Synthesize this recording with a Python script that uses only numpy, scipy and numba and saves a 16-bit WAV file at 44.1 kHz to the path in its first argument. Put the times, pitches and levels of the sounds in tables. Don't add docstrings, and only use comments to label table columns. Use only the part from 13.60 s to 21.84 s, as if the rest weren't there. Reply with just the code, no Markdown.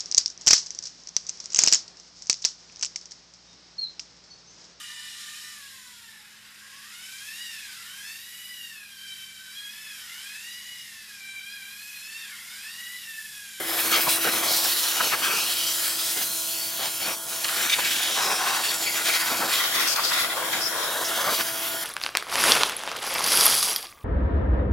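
import sys
import numpy as np
from scipy import signal
from scipy.fft import rfft, irfft
from scipy.io import wavfile
from scipy.ndimage import uniform_filter1d
from numba import njit

SR = 44100
rng = np.random.default_rng(int(sys.argv[2]) if len(sys.argv) > 2 else 0)


def master_out(mix):
    frames = np.transpose(np.atleast_2d(mix))
    ceiling = np.clip(frames, -1, 1)
    pcm = np.round(ceiling * 32767).astype(np.int16)
    wavfile.write(sys.argv[1], SR, pcm)


N = 363384
TIME, FREQ = np.arange(N) / SR, np.arange(N // 2 + 1) * SR / N


def undb(db):
    return 10 ** (np.asarray(db) / 20)


def unit(x):
    return x / np.sqrt(np.mean(x ** 2))


def curves(table):
    s, *columns = np.transpose(table)
    return [np.interp(TIME, s, c) for c in columns]


def response(points):
    hz, db = np.transpose(points)
    return undb(np.interp(np.log(FREQ + 1), np.log(hz), db))


def colour(x, gain):
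    return irfft(rfft(x) * gain, N)


def resonance(hz, width_hz):
    return 1j * FREQ * width_hz / (hz ** 2 - FREQ ** 2 + 1j * FREQ * width_hz)


@njit
def moving_band(x, hz, width):
    y, band, low = np.empty(len(x)), 0., 0.
    for i in range(len(x)):
        g, k = np.tan(np.pi * hz[i] / SR), width / hz[i]
        v = (band + g * (x[i] - low)) / (1 + g * (g + k))
        band, low, y[i] = 2 * v - band, low + 2 * g * v, k * v
    return y


def hollow(x, hz, width_hz):
    return np.array([moving_band(c, hz, float(width_hz)) for c in x])


def walk(rate):
    return unit(colour(rng.standard_normal(N), 1 / (1 + (FREQ / rate) ** 4)))


def noise():
    return rng.standard_normal((2, N))


def drops(rate):
    hit = rng.random((2, N)) < rate / SR
    size_db = 2 * np.clip(noise(), -2, 2)
    return unit(hit * noise() * undb(size_db))


DWELL_ATTACK_S, DWELL_RELEASE_S = 0.014, 0.032


def hold(start, length, attack_s=DWELL_ATTACK_S, release_s=DWELL_RELEASE_S):
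    rise, fall = (TIME - start) / attack_s, (start + length - TIME) / release_s
    return np.clip(np.minimum(rise, fall) + .5, 0, 1)


# start t/s, length t/s, level/dB before each sound's own gain,
# depth 0-1 (0 bare face, .5 gap, 1 hollow behind a sheet panel)
DWELLS = [(.12, 0.072, -32, 1), (.31, 0.09, -23.5, 0.77), (0.484, 0.059, -24, 0.027),
          (.64, 0.066, -26, 0.64), (.72, 0.21, -28.5, 1), (1.36, 0.3, -32.5, 0.72),
          (1.62, 0.14, -29.5, 0.66), (1.76, 0.058, -30.5, 0.68), (2.56, 0.077, -34.5, 0.61),
          (3.191, 0.12, -32, 0.83), (3.21, 0.078, -30.5, 0.17), (3.401, 0.14, -30.5, 0.76),
          (3.71, 0.034, -33, 0.78), (3.96, 0.18, -34, 0.43), (4.243, 0.022, -25, .1), (4.3, 0.032, -27, .1),
          (4.558, .46, -37, 0.94), (5.031, 0.1, -29.5, 0.3), (5.27, 0.027, -30, 0.17),
          (5.34, 0.081, -31, 0.51), (5.45, 0.13, -23, 0.24), (5.529, 0.12, -30.5, 0.32),
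          (5.66, 0.283, -29.5, 0.68), (5.925, 0.071, -25.5, 0.12), (6.149, 0.089, -29.5, 0.3),
          (6.35, 0.12, -32, 0.6), (6.53, .11, -28, 0.089), (6.929, 0.053, -28, 0.42),
          (7.481, 0.17, -36.5, 0.67), (7.63, 0.12, -29.5, 0.66), (7.78, 0.042, -25.5, 0.61),
          (7.701, 0.095, -26.5, 0.13)]
WAKES = {"hiss": (0, 0.41, -7.5), "sizzle": (0.017, 0.66, -0.46), "churn": (0.48, 0.21, 0.12),
         "drum": (0.96, 0.51, -3.5)}


def woken(name, steady_db):
    best, reach, best_db = WAKES[name]
    power = undb(steady_db) ** 2
    for start, length, db, depth in DWELLS:
        match = .5 ** (((depth - best) / reach) ** 2)
        power = power + (hold(start, length) * undb(db + best_db) * match) ** 2
    return 10 * np.log10(power)


GAP_SHALLOW_HZ, GAP_FALL_OCTAVES, RESTING_DEPTH = 2650, 1.63, 0.37


def gap_pitch(runoff_db):
    weight = undb(runoff_db)
    depths = weight * RESTING_DEPTH
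    for start, length, db, depth in DWELLS:
        force = hold(start, length) * undb(db)
        weight, depths = weight + force, depths + force * depth
    return GAP_SHALLOW_HZ * 2 ** (-GAP_FALL_OCTAVES * depths / weight)


# t/s, gain above BEAM_HZ level/dB
AIM = [(0, 5), (1.7, -.5), (2.8, 0.5), (3.6, -0.5), (4.7, -6.5), (5.6, 0.5), (7.2, -0.5), (8, 6.5)]
BEAM_HZ = 9700


def beamed(x):
    aim_db, = curves(AIM)
    top = colour(x, 1 - 1 / (1 + (FREQ / BEAM_HZ) ** 8))
    return x + top * (undb(aim_db) - 1)


# t/s, nozzle hiss level/dB, droplet sizzle level/dB, churning run-off level/dB
WAND = [(0, -39.5, -37, -36.5), (.25, -31.5, -29, -33), (.85, -32.5, -31, -36.5), (.95, -26.5, -27.5, -36),
        (1.42, -31.5, -28, -42), (1.85, -30.5, -29, -39), (2.5, -29, -33.5, -46), (2.75, -32, -37.5, -50),
        (3.04, -32, -36.5, -62), (3.12, -34.5, -36.5, -50), (3.76, -33, -36.5, -46),
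        (3.97, -29.5, -34.5, -36), (4.47, -30, -26.5, -36), (4.7, -30.5, -28, -34.5),
        (5.22, -32, -30.5, -39.5), (6.3, -34, -32, -35), (6.8, -37, -39, -38), (7.65, -36.5, -31, -36.5),
        (8.24, -40, -33.5, -38.5)]
# start t/s, length t/s, change of level/dB
MISSES = [(0.58, 0.062, -3), (1.544, 0.062, -5.5), (2.318, 0.06, -7), (3.556, 0.13, -12),
          (6.086, 0.048, -2.5), (6.378, 0.039, -14)]
# f/Hz, level/dB
HISS = [(1500, -55), (4000, -1.5), (7000, -0.5), (9000, 0), (11000, 1), (13300, 0), (15800, -1.5)]
SIZZLE = [(1200, -18.5), (2400, -1.5), (3200, -3.5), (4300, -2), (5400, -0.5), (7000, -5), (11000, -30)]
CHURN = [(400, -41), (800, -1.5), (1100, 3.5), (1450, 2), (2000, -3), (2600, -0.5), (4000, -34)]
DRUM = [(30, -50), (55, -60), (85, -7), (130, -7.5), (220, 2), (380, 4), (520, 7), (800, 3), (1100, 0.5),
        (2000, -9)]
# f/Hz, width f/Hz, level/dB over the broad splash
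FRAME = [(758, 97, 0), (1474, 140, -5.5), (1640, 79, -18), (1900, 810, 0.5), (3160, 1100, 4.5),
         (3760, 130, -9)]
MISS_HISS_SHARE, MISS_CHURN_SHARE = 0.29, .5
RUNOFF_DRUM_DB = -2
GAP_RING, GAP_WIDTH_HZ = .6, 310
PANEL_RATIO, PANEL_WIDTH_HZ, PANEL_RING = 0.68, 250, 0.4


def spray():
    nozzle_db, droplet_db, runoff_db = curves(WAND)
    miss_db = sum(db * hold(start, length) for start, length, db in MISSES)
    hiss_db = woken("hiss", nozzle_db + MISS_HISS_SHARE * miss_db)
    sizzle_db = woken("sizzle", droplet_db + miss_db)
    churn_db = woken("churn", runoff_db + MISS_CHURN_SHARE * miss_db)
    drum_db = woken("drum", runoff_db + RUNOFF_DRUM_DB)
    gap_hz = gap_pitch(runoff_db)
    steel = 1 + sum(undb(db) * resonance(hz, width) for hz, width, db in FRAME)
    sputter = walk(rate=22.5) * undb(0.38 * (churn_db - churn_db.max()))
    hiss = unit(colour(noise() + 0.15 * drops(rate=1100), response(HISS)))
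    sizzle = unit(colour(drops(rate=20000), response(SIZZLE) * steel))
    churn = unit(colour(drops(rate=10000), response(CHURN) * steel))
    drum = unit(colour(drops(rate=3000), response(DRUM) * steel))
    wavering_hz = gap_hz * undb(walk(rate=41))
    churn = unit(churn + GAP_RING * hollow(churn, wavering_hz, GAP_WIDTH_HZ))
    drum = unit(drum + PANEL_RING * hollow(drum, PANEL_RATIO * gap_hz, PANEL_WIDTH_HZ))
    return (beamed(hiss) * undb(hiss_db + 3.5 + 1.44 * sputter)
            + sizzle * undb(sizzle_db - 1.33 + 2.0 * sputter + 0.32 * walk(rate=28))
            + churn * undb(churn_db + 1.0 * sputter + 1.4 * walk(rate=26))
            + drum * undb(drum_db + 0.28 * sputter + 2.0 * walk(rate=19.5)))


# t/s, shaft f/Hz
MOTOR = [(0, 502.2), (1.2, 500.5), (3, 500.2), (4.9, 501), (5.6, 502), (6.9, 502.1), (7.6, 502.6),
         (8.24, 502.1)]
# multiple of the pump shaft, level/dB before the hum gain
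PUMP = [(8, -62), (9, -59), (10, -61), (12, -61), (13, -55), (15, -62), (29, -59)]
# t/s, pump hum gain level/dB,
# piston stroke tone level/dB, its octave level/dB, commutator whine level/dB
WASHER = [(0, -3, -43, -51.5, -45), (.85, 8, -42, -46.5, -39), (1.05, 6, -50, -54, -43),
          (2.4, 3, -52.5, -54, -51), (3.7, 3.5, -55.5, -50.5, -46), (4.5, 2, -53, -57, -44),
          (5.6, 9, -50, -48, -44), (6.4, 7, -54.5, -48, -52), (7, 8.5, -49, -47.5, -45),
          (7.5, 6.5, -54, -41.5, -41), (8.24, 10, -48, -44, -41.5)]
GEAR_RATIO, COMMUTATOR_BARS, PISTONS = 50 / 11, 22, 3
WHINE_FLUTTER_DB, STROKE_FLUTTER_DB, HUM_FLUTTER_DB = 1.8, 1.6, 1.5


def washer():
    motor_hz, = curves(MOTOR)
    hum_db, stroke_db, octave_db, whine_db = curves(WASHER)
    motor = 2 * np.pi * np.cumsum(motor_hz * (1 + 0.00019 * walk(rate=13.0))) / SR
    pump = motor / GEAR_RATIO
    hum = stroke = 0
    for k, db in PUMP:
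        hum = hum + undb(db + HUM_FLUTTER_DB * walk(rate=8.2)) * np.sin(k * pump + rng.uniform(0, 2 * np.pi))
    for k, db in enumerate([stroke_db, octave_db], 1):
        stroke = stroke + undb(db + STROKE_FLUTTER_DB * walk(rate=19)) * np.sin(k * PISTONS * pump)
    whine = undb(whine_db + WHINE_FLUTTER_DB * walk(rate=22)) * np.sin(COMMUTATOR_BARS * motor)
    return np.sqrt(2) * (hum * undb(hum_db) + stroke + whine)


def vent():
    hum_db = curves(WASHER)[0]
    air = unit(colour(noise(), resonance(3260, width_hz=380) ** 2))
    return air * undb(-48.5 + .5 * hum_db)


# f/Hz, level/dB
YARD = [(30, -52), (50, -52), (85, -1.5), (150, 3), (300, -1.5), (700, 3), (1500, -0.5), (5000, -12)]


def yard():
    return undb(-46.0) * unit(colour(noise(), response(YARD)))


PART_MODES = {"valve cover": [(1270, 110, -1), (2200, 82, 1.5), (3180, 160, 1), (4420, 210, -4)],
              "tank": [(1330, 98, -1), (2460, 170, -4), (3170, 120, 4), (4003, 250, 4), (5080, 340, 5)],
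              "frame tube": [(1690, 350, 0), (2970, 110, 3.5), (3600, 130, 1)], "cover": [(780, 120, 1.5),
              (1055, 160, 4), (1510, 550, 0), (3850, 100, -3), (4800, 130, -9)],
              "base rail": [(1120, 140, -2), (1390, 150, -2), (1990, 250, -0.5), (3440, 93, -1),
              (3750, 100, -2.5)], "wheel": [(540, 180, -0.5), (1024, 230, 1.5), (1470, 300, -5.5)]}
RESTS = {"valve cover": [(.32, .06, -24)], "tank": [(.9, 0.38, -35.5), (1.75, .78, -35)],
         "frame tube": [(3.88, 0.59, -36)], "cover": [(4.56, 0.2, -28), (4.79, 0.23, -27.5),
         (5.66, 0.234, -34)], "base rail": [(5.915, 0.15, -29.5), (6.14, 0.14, -28.5), (6.515, 0.15, -29),
         (6.7, 0.04, -30)], "wheel": [(6.76, 0.14, -32), (7.115, 0.22, -33), (7.345, 0.1, -33),
         (7.58, 0.18, -33)]}
REST_EDGE_S = 0.024
PART_FILL_DB, PART_FLUTTER_DB = -13.5, 1


def parts():
    out, stream = np.zeros((2, N)), rfft(drops(rate=7000))
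    for name, modes in PART_MODES.items():
        power = force = 0
        for hz, width, db in modes:
            mode = np.abs(resonance(hz, 1.25 * width)) ** 4
            fill = undb(PART_FILL_DB) ** 2 * np.abs(resonance(hz, .5 * hz)) ** 4
            power = power + undb(db) ** 2 * (mode + fill)
        for start, length, db in RESTS[name]:
            force = force + hold(start, length, REST_EDGE_S, REST_EDGE_S) * undb(db)
        out += unit(irfft(stream * np.sqrt(power), N)) * force
    return out * undb(PART_FLUTTER_DB * walk(rate=29))


def swell(start, length):
    u = np.clip((TIME - start) / max(length, .005), 0, 1)
    return np.abs(np.sin(np.pi * u ** 1.03))


# t/s, nominal peak level/dB, centre f/Hz, length t/s
SPLASH_BURSTS = [(0.321, -9, 3160, 0.064), (0.366, -13, 685, 0.045), (0.461, -12.5, 790, 0.039),
                 (1.395, -10, 1450, 0.026), (1.51, -8.5, 1480, 0.049), (1.61, -19, 1640, 0.18),
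                 (3.207, -24, 800, 0.087), (3.416, -24.5, 1000, 0.15), (3.842, -8, 3700, 0.0088),
                 (3.843, -16, 1950, 0.017), (3.875, -14, 2640, 0.026), (4.05, -18, 1900, 0.016),
                 (4.092, -11, 3520, 0.016), (4.115, -7.5, 3030, 0.039), (4.175, -13, 850, 0.035),
                 (4.35, -13, 3400, 0.027), (4.872, -21, 855, 0.017), (5.137, -14, 5500, 0.013),
                 (5.346, -25, 500, 0.022), (5.48, -14, 1910, 0.028), (5.8, -14.5, 1130, 0.053),
                 (6.358, -13, 5200, 0.0098), (6.373, -15.5, 1200, 0.041), (6.447, -12, 5000, 0.0072),
                 (6.505, -17, 1450, 0.032), (7.657, -11.5, 990, 0.054)]
# t/s, length t/s, f/Hz, nominal width f/Hz, level/dB
AIR_BURSTS = [(.415, 0.045, 13400, 1530, -30), (0.487, 0.081, 8800, 1500, -30.5),
              (0.872, 0.16, 4370, 2000, -28.5), (2.064, 0.067, 5300, 2000, -32),
              (5.084, 0.032, 4250, 1300, -28), (5.257, 0.047, 2330, 1100, -30),
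              (5.25, 0.046, 4510, 490, -36), (6.271, 0.073, 5660, 3400, -28.5),
              (6.434, 0.074, 4800, 3000, -30), (7.007, 0.076, 5150, 1200, -32),
              (7.443, 0.039, 5400, 1500, -31.5)]
SPLASH_RMS_DB = -12.5
THUD_HZ, THUD_DB = 176, -31
THUD_FADE_HZ = 1490
AIR_EDGE_S = 0.011


def bursts():
    out, splash, air = np.zeros((2, N)), rfft(drops(rate=30000)), rfft(noise())
    thud = undb(THUD_DB) * unit(irfft(air * resonance(THUD_HZ, THUD_HZ) ** 2, N))
    for s, db, hz, length in SPLASH_BURSTS:
        burst = undb(SPLASH_RMS_DB) * unit(irfft(splash * resonance(hz, hz) ** 2, N))
        faded_thud = thud / (1 + (hz / THUD_FADE_HZ) ** 2)
        out += (burst + faded_thud) * swell(s, length) * undb(db)
    for s, length, hz, width, db in AIR_BURSTS:
        burst = unit(irfft(air * resonance(hz, width) ** 2, N))
        out += burst * hold(s, length, AIR_EDGE_S, AIR_EDGE_S) * undb(db)
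    return out


# t/s, f/Hz, level/dB
WHISTLE = [(2.5, 4050, -60), (2.62, 4040, -37), (2.82, 4165, -44), (3.02, 4500, -36.5), (3.14, 4500, -46),
           (3.38, 4350, -54), (3.45, 4480, -33), (3.56, 4550, -57)]
WHISTLE_WIDTH_HZ = 240


def whistle():
    hz, db = curves(WHISTLE)
    once = hollow(noise(), hz, WHISTLE_WIDTH_HZ)
    return unit(hollow(once, hz, WHISTLE_WIDTH_HZ)) * undb(db)


# f/Hz, spread level/dB
COLOURING = [(2500, 2.3), (9000, 1.8)]


def random_colouring(x):
    hz, _, z = signal.stft(x, SR, nperseg=1024)
    field = rng.standard_normal(z.shape[1:])
    for _ in range(2):
        field = uniform_filter1d(uniform_filter1d(field, size=7, axis=0), size=9, axis=1)
    spread_db = np.interp(hz, *np.transpose(COLOURING))[:, None]
    gain = undb(spread_db * unit(field))
    gain = gain / np.sqrt(np.mean(gain ** 2, axis=1, keepdims=True))
    return signal.istft(z * gain)[1][:, :N]


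# t/s, f/Hz, depth 0-1
DIP = [(4.4, 2700, 0.05), (4.7, 2970, 0.7), (5.8, 2860, 0.35), (7, 2410, 0), (7.55, 2380, 0.8),
       (7.85, 2690, .45)]


def cavity_dip(x):
    hz, depth = curves(DIP)
    return x - np.clip(depth, 0, 1) * hollow(x, hz, width_hz=260)


# t/s, delay t/ms, strength 0-1
BOUNCE = [(0, 0.78, 0.04), (1.9, 0.67, 0.13), (2.6, 0.61, 0.2), (3.05, 0.92, 0), (3.4, 0.98, 0.15),
          (4.4, 0.29, 0.11), (6.4, 0.565, 0), (7.1, 0.54, 0.22), (8.24, 0.71, 0)]


def panel_echo(x):
    delay_ms, strength = curves(BOUNCE)
    then = TIME - delay_ms / 1000
    echo = np.array([np.interp(then, TIME, c) for c in x])
    return (x + strength * echo) / np.sqrt(1 + strength ** 2)


def ports(mid, side, width, lean):
    side, tilt = colour(side, response(width)), np.sqrt(response(lean))
    left, right = 2 * tilt / (tilt + 1 / tilt), 2 / tilt / (tilt + 1 / tilt)
    return np.array([colour(mid + side, left), colour(mid - side, right)])


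# f/Hz, side gain when narrow level/dB, side gain when open level/dB,
# left minus right when open level/dB
IMAGE = [(200, -20, -13, 2.5), (500, -19.5, -6.5, -0.5), (1230, -18, -5, 2.5), (2280, -8.5, 1, 1.5),
         (3520, -10, 1, -3.5), (4600, -20.5, 5, 4.5), (6240, -11, 0, 7.5), (8900, -14.5, 2, 3),
         (11100, -28, 3, 4), (13500, -35, -3, 1), (14800, -7, 0, 2)]
# f/Hz, left minus right level/dB
LEAN = [(150, -1.3), (330, 2.5), (700, -.5), (1300, 1.5), (2100, 3.5), (3200, -1.5), (4300, 0)]
# f/Hz, lead of the left phase/rad
PORT_PHASE = [(200, 0.47), (600, 0.43), (1600, 0.69), (2800, 1), (4500, -0.061), (6500, 0.39),
              (10500, 0.076), (13600, 0), (15000, -1.5)]
# t/s, share of the open image 0-1
OPENING = [(5.95, 0), (6.05, 0.63), (7.25, 0.6), (7.35, 0.01)]


def stereo_image(mid, side):
    image = np.array(IMAGE)
    left, right = ports(mid, side, image[:, [0, 1]], LEAN)
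    turn = np.exp(.5j * np.interp(FREQ, *np.transpose(PORT_PHASE)))
    narrow = np.array([colour(left, turn), colour(right, 1 / turn)])
    wide = ports(mid, side, image[:, [0, 2]], image[:, [0, 3]])
    share = np.clip(curves(OPENING)[0], 0, 1)
    return narrow * (1 - share) + wide * share


def scene():
    splash = cavity_dip(random_colouring(spray() + bursts()) + parts() + whistle())
    mid, side = panel_echo(splash) + vent() + yard()
    return stereo_image(mid + washer(), side)


MIC_LOW_HZ, TOP_HZ = 62.6, 15900


def record(dry):
    thin = signal.sosfilt(signal.butter(4, MIC_LOW_HZ, "high", fs=SR, output="sos"), dry)
    return signal.sosfilt(signal.ellip(12, .1, 80, TOP_HZ, fs=SR, output="sos"), thin)


dry = scene()
out = record(dry)
master_out(out)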